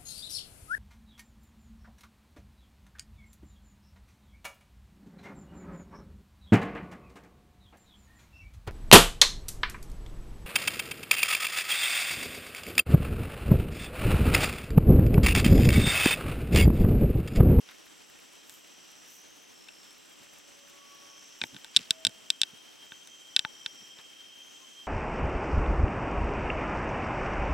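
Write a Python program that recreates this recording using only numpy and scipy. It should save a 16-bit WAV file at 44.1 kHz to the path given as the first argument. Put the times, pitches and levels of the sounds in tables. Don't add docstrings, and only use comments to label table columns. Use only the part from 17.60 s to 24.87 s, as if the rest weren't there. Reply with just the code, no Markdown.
import sys
import numpy as np
from scipy import signal
from scipy.fft import rfft, irfft, next_fast_len
from scipy.io import wavfile

SR = 44100
rng = np.random.default_rng(int(sys.argv[2]) if len(sys.argv) > 2 else 0)


def digitize_waveform(pressure):
    field = np.atleast_2d(pressure).T
    bounded = np.clip(field, -1, 1)
    quanta = np.round(bounded * 32767).astype(np.int16)
    wavfile.write(sys.argv[1], SR, quanta)


N = 320607
T = np.arange(N) / SR
HZ = np.fft.rfftfreq(N, 1 / SR)


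def amp(db):
    return 10 ** (np.asarray(db) / 20)


def unit(x):
    return x / np.sqrt(np.mean(abs(x) ** 2) + 1e-30)


def read(points, hz):
    f, value = np.transpose(points)
    return np.interp(np.log(hz + 1), np.log(f + 1), value)


def panned(db):
    difference = np.atleast_1d(db)
    return amp(np.array([difference, -difference]) / 2)


def add(mix, s, sound):
    part = mix[:, max(round(s * SR), 0):][:, :sound.shape[1]]
    part += sound[:, :part.shape[1]]


def resonances(modes, hz):
    power = 0
    for f, width, db in modes:
        power = power + amp(db) ** 2 / (1 + (2 * (hz - f) / width) ** 2) ** 2
    return np.sqrt(power)


def two_eared(modes, hz):
    return np.sqrt(sum((resonances([mode], hz) * panned(pan_db)) ** 2 for *mode, pan_db in modes))


def struck(gain, travel_s=0.000393, at_hz=3500):
    log_gain = np.log(np.maximum(gain, 1e-5))
    circle = np.concatenate([log_gain, log_gain[:, -2:0:-1]], axis=1)
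    hz = np.fft.rfftfreq(circle.shape[1], 1 / SR)
    lag_turns = travel_s * (2 * np.sqrt(hz * at_hz) - hz * np.sqrt(at_hz / hz[-1]))
    log_response = np.conj(signal.hilbert(circle))[:, :len(hz)]
    return irfft(np.exp(log_response - 2j * np.pi * lag_turns))


def drift(rate_hz):
    return unit(irfft(rfft(rng.standard_normal(N)) * np.exp(-(HZ / rate_hz) ** 2), N))


def noise(gain):
    # frequency in Hz, likeness from -1 (opposite) to 1 (the same).
    likeness = [(60, -0.88), (200, -0.54), (450, -0.6), (750, -0.31), (1100, -0.059), (1700, 0.35),
                (2600, 0.78), (4500, 0.69), (8000, 0.98), (15000, 1)]
    # frequency in Hz, left-right difference in dB.
    side_balance = [(100, 0.4), (400, -0.2), (700, -0.7), (1150, -1), (2100, -1), (3100, 1.5), (4500, -0.5),
                    (5900, .6), (8500, -.5), (15000, 0)]
    left, other = rng.standard_normal((2, len(HZ), 2)) @ [1, 1j]
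    same = np.clip(read(likeness, HZ), -1, 1)
    right = same * left + np.sqrt(1 - same ** 2) * other
    spectrum = np.array([left, right]) * gain * panned(read(side_balance, HZ))
    size = next_fast_len(N)
    spread = np.linspace(0, len(HZ) - 1, size // 2 + 1).astype(int)
    return unit(irfft(spectrum[:, spread], size)[:, :N])


def phrase(start, end, fade):
    return np.sin(np.pi / 2 * np.clip(np.minimum(T - start, end - T) / fade, 0, 1))


def scatter(x, t60, wet_db, size):
    t = np.arange(size) / SR
    tail = rng.standard_normal((2, size)) * amp(-60 * t / t60) * (t > .0005)
    tail /= np.linalg.norm(tail, axis=1, keepdims=True)
    return x + amp(wet_db) * signal.oaconvolve(x, tail, axes=1)[:, :N]


def air(level_db=-56, fall_db_per_s=0.1638, flicker_db=1.02):
    # frequency in Hz, relative strength in dB per Hz.
    colour = [(25, -28), (55, -12), (110, -3.5), (190, 1), (290, 6), (520, 1.5), (1000, -2), (1700, -2.5),
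              (2500, -5), (3600, -4), (4500, -7.5), (7000, -9), (10000, -14.5), (15500, -20)]
    level = amp(level_db - fall_db_per_s * T + flicker_db * drift(23))
    return level * noise(amp(read(colour, HZ)))


def hoots(waver=0.0033, flutter_db=2.2, faint_db=18, rise=0.35):
    # start in seconds, length in seconds, pitch in Hz, level in dB.
    calls = [(2.437, 1.67, 567.3, -66), (3, 0.85, 1128, -60), (4.236, 0.48, 647, -57),
             (6.99, 0.12, 1050, -63)]
    out = np.zeros((2, N))
    for start, length, hz, db in calls:
        swell = np.interp((T - start) / length, [0, rise, 1], [-1, 0, 1])
        level = amp(db - faint_db * abs(swell) + flutter_db * drift(16))
        level = level * phrase(start, start + length, .02)
        turns = np.cumsum(hz * (1 + waver * drift(7.1))) / SR
        ear_phase = np.array([[.5], [-.5]])
        out += level * np.sqrt(2) * np.sin(2 * np.pi * turns + ear_phase)
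    return out


def chorus(level_db=-59.5):
    # frequency in Hz, width in Hz, relative level in dB.
    bands = [(2894, 1000, -0.5), (5300, 750, -5.5), (5860, 840, -0.5), (7760, 310, -6.5), (8110, 150, -7)]
    return amp(level_db + drift(0.95)) * noise(resonances(bands, HZ))


def trill(start, end, hz, db, wingbeat_hz=62.4, width_hz=320, sag_hz=200, fade_s=0.14):
    # pitch in Hz, pulsing depth from 0 to 1.
    pulsing = [(5550, .9), (6150, 0.14)]
    clarity = np.clip(read(pulsing, hz), 0, 1)
    strokes = np.cumsum(wingbeat_hz * (1 + 0.0013 * drift(2.5))) / SR % 1
    pulses = unit(1 - clarity + clarity * np.sin(np.pi * strokes) ** 2)
    sag = sag_hz * np.clip((T - start) / (end - start) - .5, -.5, .5)
    pitch = hz - sag + width_hz * (.5 - strokes + .18 * drift(60.5))
    chirp = np.sqrt(2) * np.sin(2 * np.pi * np.cumsum(pitch) / SR)
    hiss = noise(resonances([(hz, width_hz * 1.4, 0)], HZ))
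    direct = .7 * clarity
    voice = np.sqrt(direct) * chirp + np.sqrt(1 - direct) * hiss
    return amp(db) * phrase(start, end, fade_s) * pulses * voice


def trills():
    # start in seconds, end in seconds, pitch in Hz, level in dB.
    singers = [(1.027, 1.724, 5830, -62), (1.417, 1.982, 6250, -62.5), (1.878, 2.403, 5410, -61.5),
               (2.596, 3.204, 6080, -65.5), (3.221, 3.972, 5600, -61.5), (3.397, 4.012, 6170, -61.5),
               (4.356, 4.798, 5900, -71), (5.245, 5.718, 6190, -61.5), (5.62, 6.372, 5780, -59.5),
               (5.853, 6.483, 5410, -62.5), (6.721, 7.247, 6280, -62.5)]
    return sum(trill(*row) for row in singers)


def buzzing_insect(first_s=.22, every_s=1.665, length_s=1.33, level_db=-67):
    # frequency in Hz, width in Hz, relative level in dB.
    bands = [(7420, 120, -9), (7620, 180, -2), (8000, 76, -13)]
    starts = np.arange(first_s, T[-1], every_s)
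    buzzing = sum(phrase(start, start + length_s, 0.087) for start in starts)
    return amp(level_db) * buzzing * noise(resonances(bands, HZ))


def cicada(level_db=-68.5, swell_db=14.5, swell_start_s=2.3, swell_s=3.76):
    # frequency in Hz, width in Hz, relative level in dB.
    bands = [(3103, 52, -2.5), (3178.5, 39, 4.5)]
    drone_db = level_db + swell_db * np.clip((T - swell_start_s) / swell_s, 0, 1)
    return amp(drone_db) * noise(resonances(bands, HZ))


def insects():
    return chorus() + trills() + buzzing_insect() + cicada()


def clump(middle, length, db, bands, grain_db=5.0, grain_size=64, size=32768):
    hz = np.fft.rfftfreq(size, 1 / SR)
    n = min(int(length * SR), size)
    grains = np.repeat(amp(grain_db * rng.standard_normal(size)), grain_size)[:size]
    drive = grains * (rng.standard_normal(size) + .5 * rng.standard_normal((2, size)))
    colour = 0
    for centre_hz, spread, band_db in bands:
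        octaves = np.log2((hz + 1) / centre_hz)
        colour = colour + amp(band_db) * np.exp(-(octaves / spread) ** 2 / 2)
    grainy = unit(irfft(rfft(drive) * colour)[:, :n])
    return middle - length / 2, amp(db) * grainy * np.hanning(n)


def rustles(crumble_octaves=0.87):
    # middle in seconds, length in seconds, level in dB.
    sizzles = [(.937, .25, -57), (1.534, 0.19, -56.5), (2.787, .012, -54), (3.09, 0.064, -63),
               (3.862, 0.061, -57)]
    # centre in Hz, spread in octaves, relative level in dB.
    sizzle_bands = [(7060, 0.39, -0.92), (13700, 0.099, -0.078)]
    # middle in seconds, length in seconds, centre in Hz, level in dB.
    crumbles = [(0.104, 0.092, 1930, -53), (2.993, .022, 3300, -52), (4.195, .19, 3020, -46.5),
                (6.4, 0.031, 1500, -52.5)]
    # middle in seconds, length in seconds, level in dB.
    scuffs = [(2.611, .038, -63.5), (3.836, 0.075, -50.5), (3.948, .06, -47.5), (4.199, 0.069, -50.5),
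              (4.478, .06, -49.5), (4.932, .047, -60), (6.223, 0.036, -58)]
    # centre in Hz, spread in octaves, relative level in dB.
    scuff_bands = [(190, 0.74, 0)]
    out = np.zeros((2, N))
    for row in sizzles:
        add(out, *clump(*row, sizzle_bands))
    for s, length, centre_hz, db in crumbles:
        add(out, *clump(s, length, db, [(centre_hz, crumble_octaves, 0)]))
    for row in scuffs:
        add(out, *clump(*row, scuff_bands))
    return out


def embers(per_s=70, spread_db=4, level_db=-69, fading_db=5, count=12):
    t = np.arange(256) / SR
    out = np.zeros((2, N))
    for hz in np.geomspace(1800, 14000, count):
        happens = rng.random(N) < per_s / count / SR
        sizes = amp(spread_db * np.minimum(rng.exponential(1, N), 2)) * happens
        tick = unit(np.sin(2 * np.pi * hz * t) * np.exp(-t * hz / 1.5))
        softer_when_high = amp(-1.2 * np.log2(hz / 1800))
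        out += signal.oaconvolve(sizes, tick)[:N] * panned(rng.normal(0, 1)) * softer_when_high
    level = amp(level_db - fading_db * (T / T[-1] - .5))
    return level * unit(scatter(out, t60=0.027, wet_db=-7.5, size=2048))


def pops(main_hz=3500, lowest_hz=850, uneven_db=2, ripple_size=70, size=4096):
    # start in seconds, level in dB, edge (tilt above the main ring) in dB per octave,
    # level of the low thump in dB.
    cracks = [(0.0892, -31, -6, -25), (.896, -34, 13, -31), (2.086, -29.5, 0.5, -41),
              (2.3078, -42, 11.5, -38), (3.815, -20.5, -4, -21), (3.8158, -8.5, -10, -5),
              (3.838, -13.5, -3.5, -1), (3.9455, -31, 1, -12), (3.965, -24.5, -7, -26),
              (4.0455, -24.5, 2, -26), (4.1639, 8, -3.5, -10), (4.169, 3.5, -1, 0.5), (4.3075, 2, 0.5, 0.5),
              (4.45, 0.5, .5, -2.5), (4.4684, -1, -0.5, 3), (4.4942, -37, 8, -11), (4.703, 1, 0, -13),
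              (4.816, 1.5, 0, -11), (4.8336, -3, -6, -14), (5.3202, -24, -32, -13.5),
              (5.4737, -35, 10.5, -36), (5.7637, 4, -3.5, -32), (5.7662, -4, -17, -11),
              (5.7925, -2, -3, -9), (5.8495, -14, -15, -2.5), (6.0618, -8.5, -7.5, -10),
              (6.3874, -31, -9, -17.5)]
    # frequency in Hz, width in Hz, relative level in dB,
    # left-right difference in dB.
    ring_modes = [(892, 89, -5, 3), (1140, 220, -14, 10), (1555, 178, 6, -5), (1787, 260, 2.5, 10.5),
                  (2315, 290, 4.5, 3), (2673, 183, 11, 0.5), (3200, 470, 14, 1.5), (3588, 420, 20.5, 2),
                  (3905, 136, 15, -7), (4190, 300, 11.5, -6.5), (4630, 190, 4, 17.5), (5070, 370, 10, -6),
                  (5490, 790, 6.5, 6), (7360, 610, 7, -5), (8110, 380, 4.5, 9), (8890, 940, 1, 2),
                  (9740, 420, -0.5, -0.5), (10960, 1200, -10, -4), (13500, 2400, -14, 2.5)]
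    # frequency in Hz, width in Hz, relative level in dB,
    # left-right difference in dB.
    thump_modes = [(192, 250, 2, -3.5), (336, 480, -3, 1)]
    # start in seconds, frequency in Hz, width in Hz, level in dB.
    knocks = [(2.089, 2700, 300, -3), (3.8177, 2450, 450, 9.5), (3.838, 2280, 550, 8),
              (3.8387, 790, 610, -4.5), (5.8493, 1710, 1080, 5.5), (5.851, 869, 55, 4.5)]
    knock_pan_db = 4.5
    body_at_full_db, body_per_db, body_most_db = -2, .95, 11

    hz = np.fft.rfftfreq(size, 1 / SR)
    out = np.zeros((2, N))
    octaves = np.log2(np.maximum(hz, lowest_hz) / main_hz)
    off_centre = np.minimum(abs(octaves), 1)
    ring = two_eared(ring_modes, hz) * hz ** 2 / (hz ** 2 + (lowest_hz / 2) ** 2)
    thump = struck(two_eared(thump_modes, hz) * np.hypot(hz, 4) / np.hypot(hz, 95))
    for s, db, edge_db, thump_db in cracks:
        body_db = min(body_at_full_db - body_per_db * db, body_most_db)
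        ripple = unit(np.convolve(rng.standard_normal(len(hz)), np.hanning(ripple_size), "same"))
        slope_db = np.where(octaves < 0, -body_db, edge_db) * octaves
        tilt = amp(db + slope_db + uneven_db * ripple * off_centre)
        add(out, s, struck(ring * tilt) + amp(thump_db) * thump)
    for s, *mode in knocks:
        add(out, s, struck(two_eared([(*mode, knock_pan_db)], hz)))
    return scatter(out, t60=0.016, wet_db=-12.0, size=2048)


def scene():
    return air() + hoots() + insects() + rustles() + embers() + pops()


def record(dry, edge_hz=16100):
    lowpass = signal.firwin(255, edge_hz, window=("kaiser", 8), fs=SR)
    return signal.oaconvolve(np.clip(dry, -1, 1), lowpass[None], "same")


dry = scene()
out = record(dry)
digitize_waveform(out)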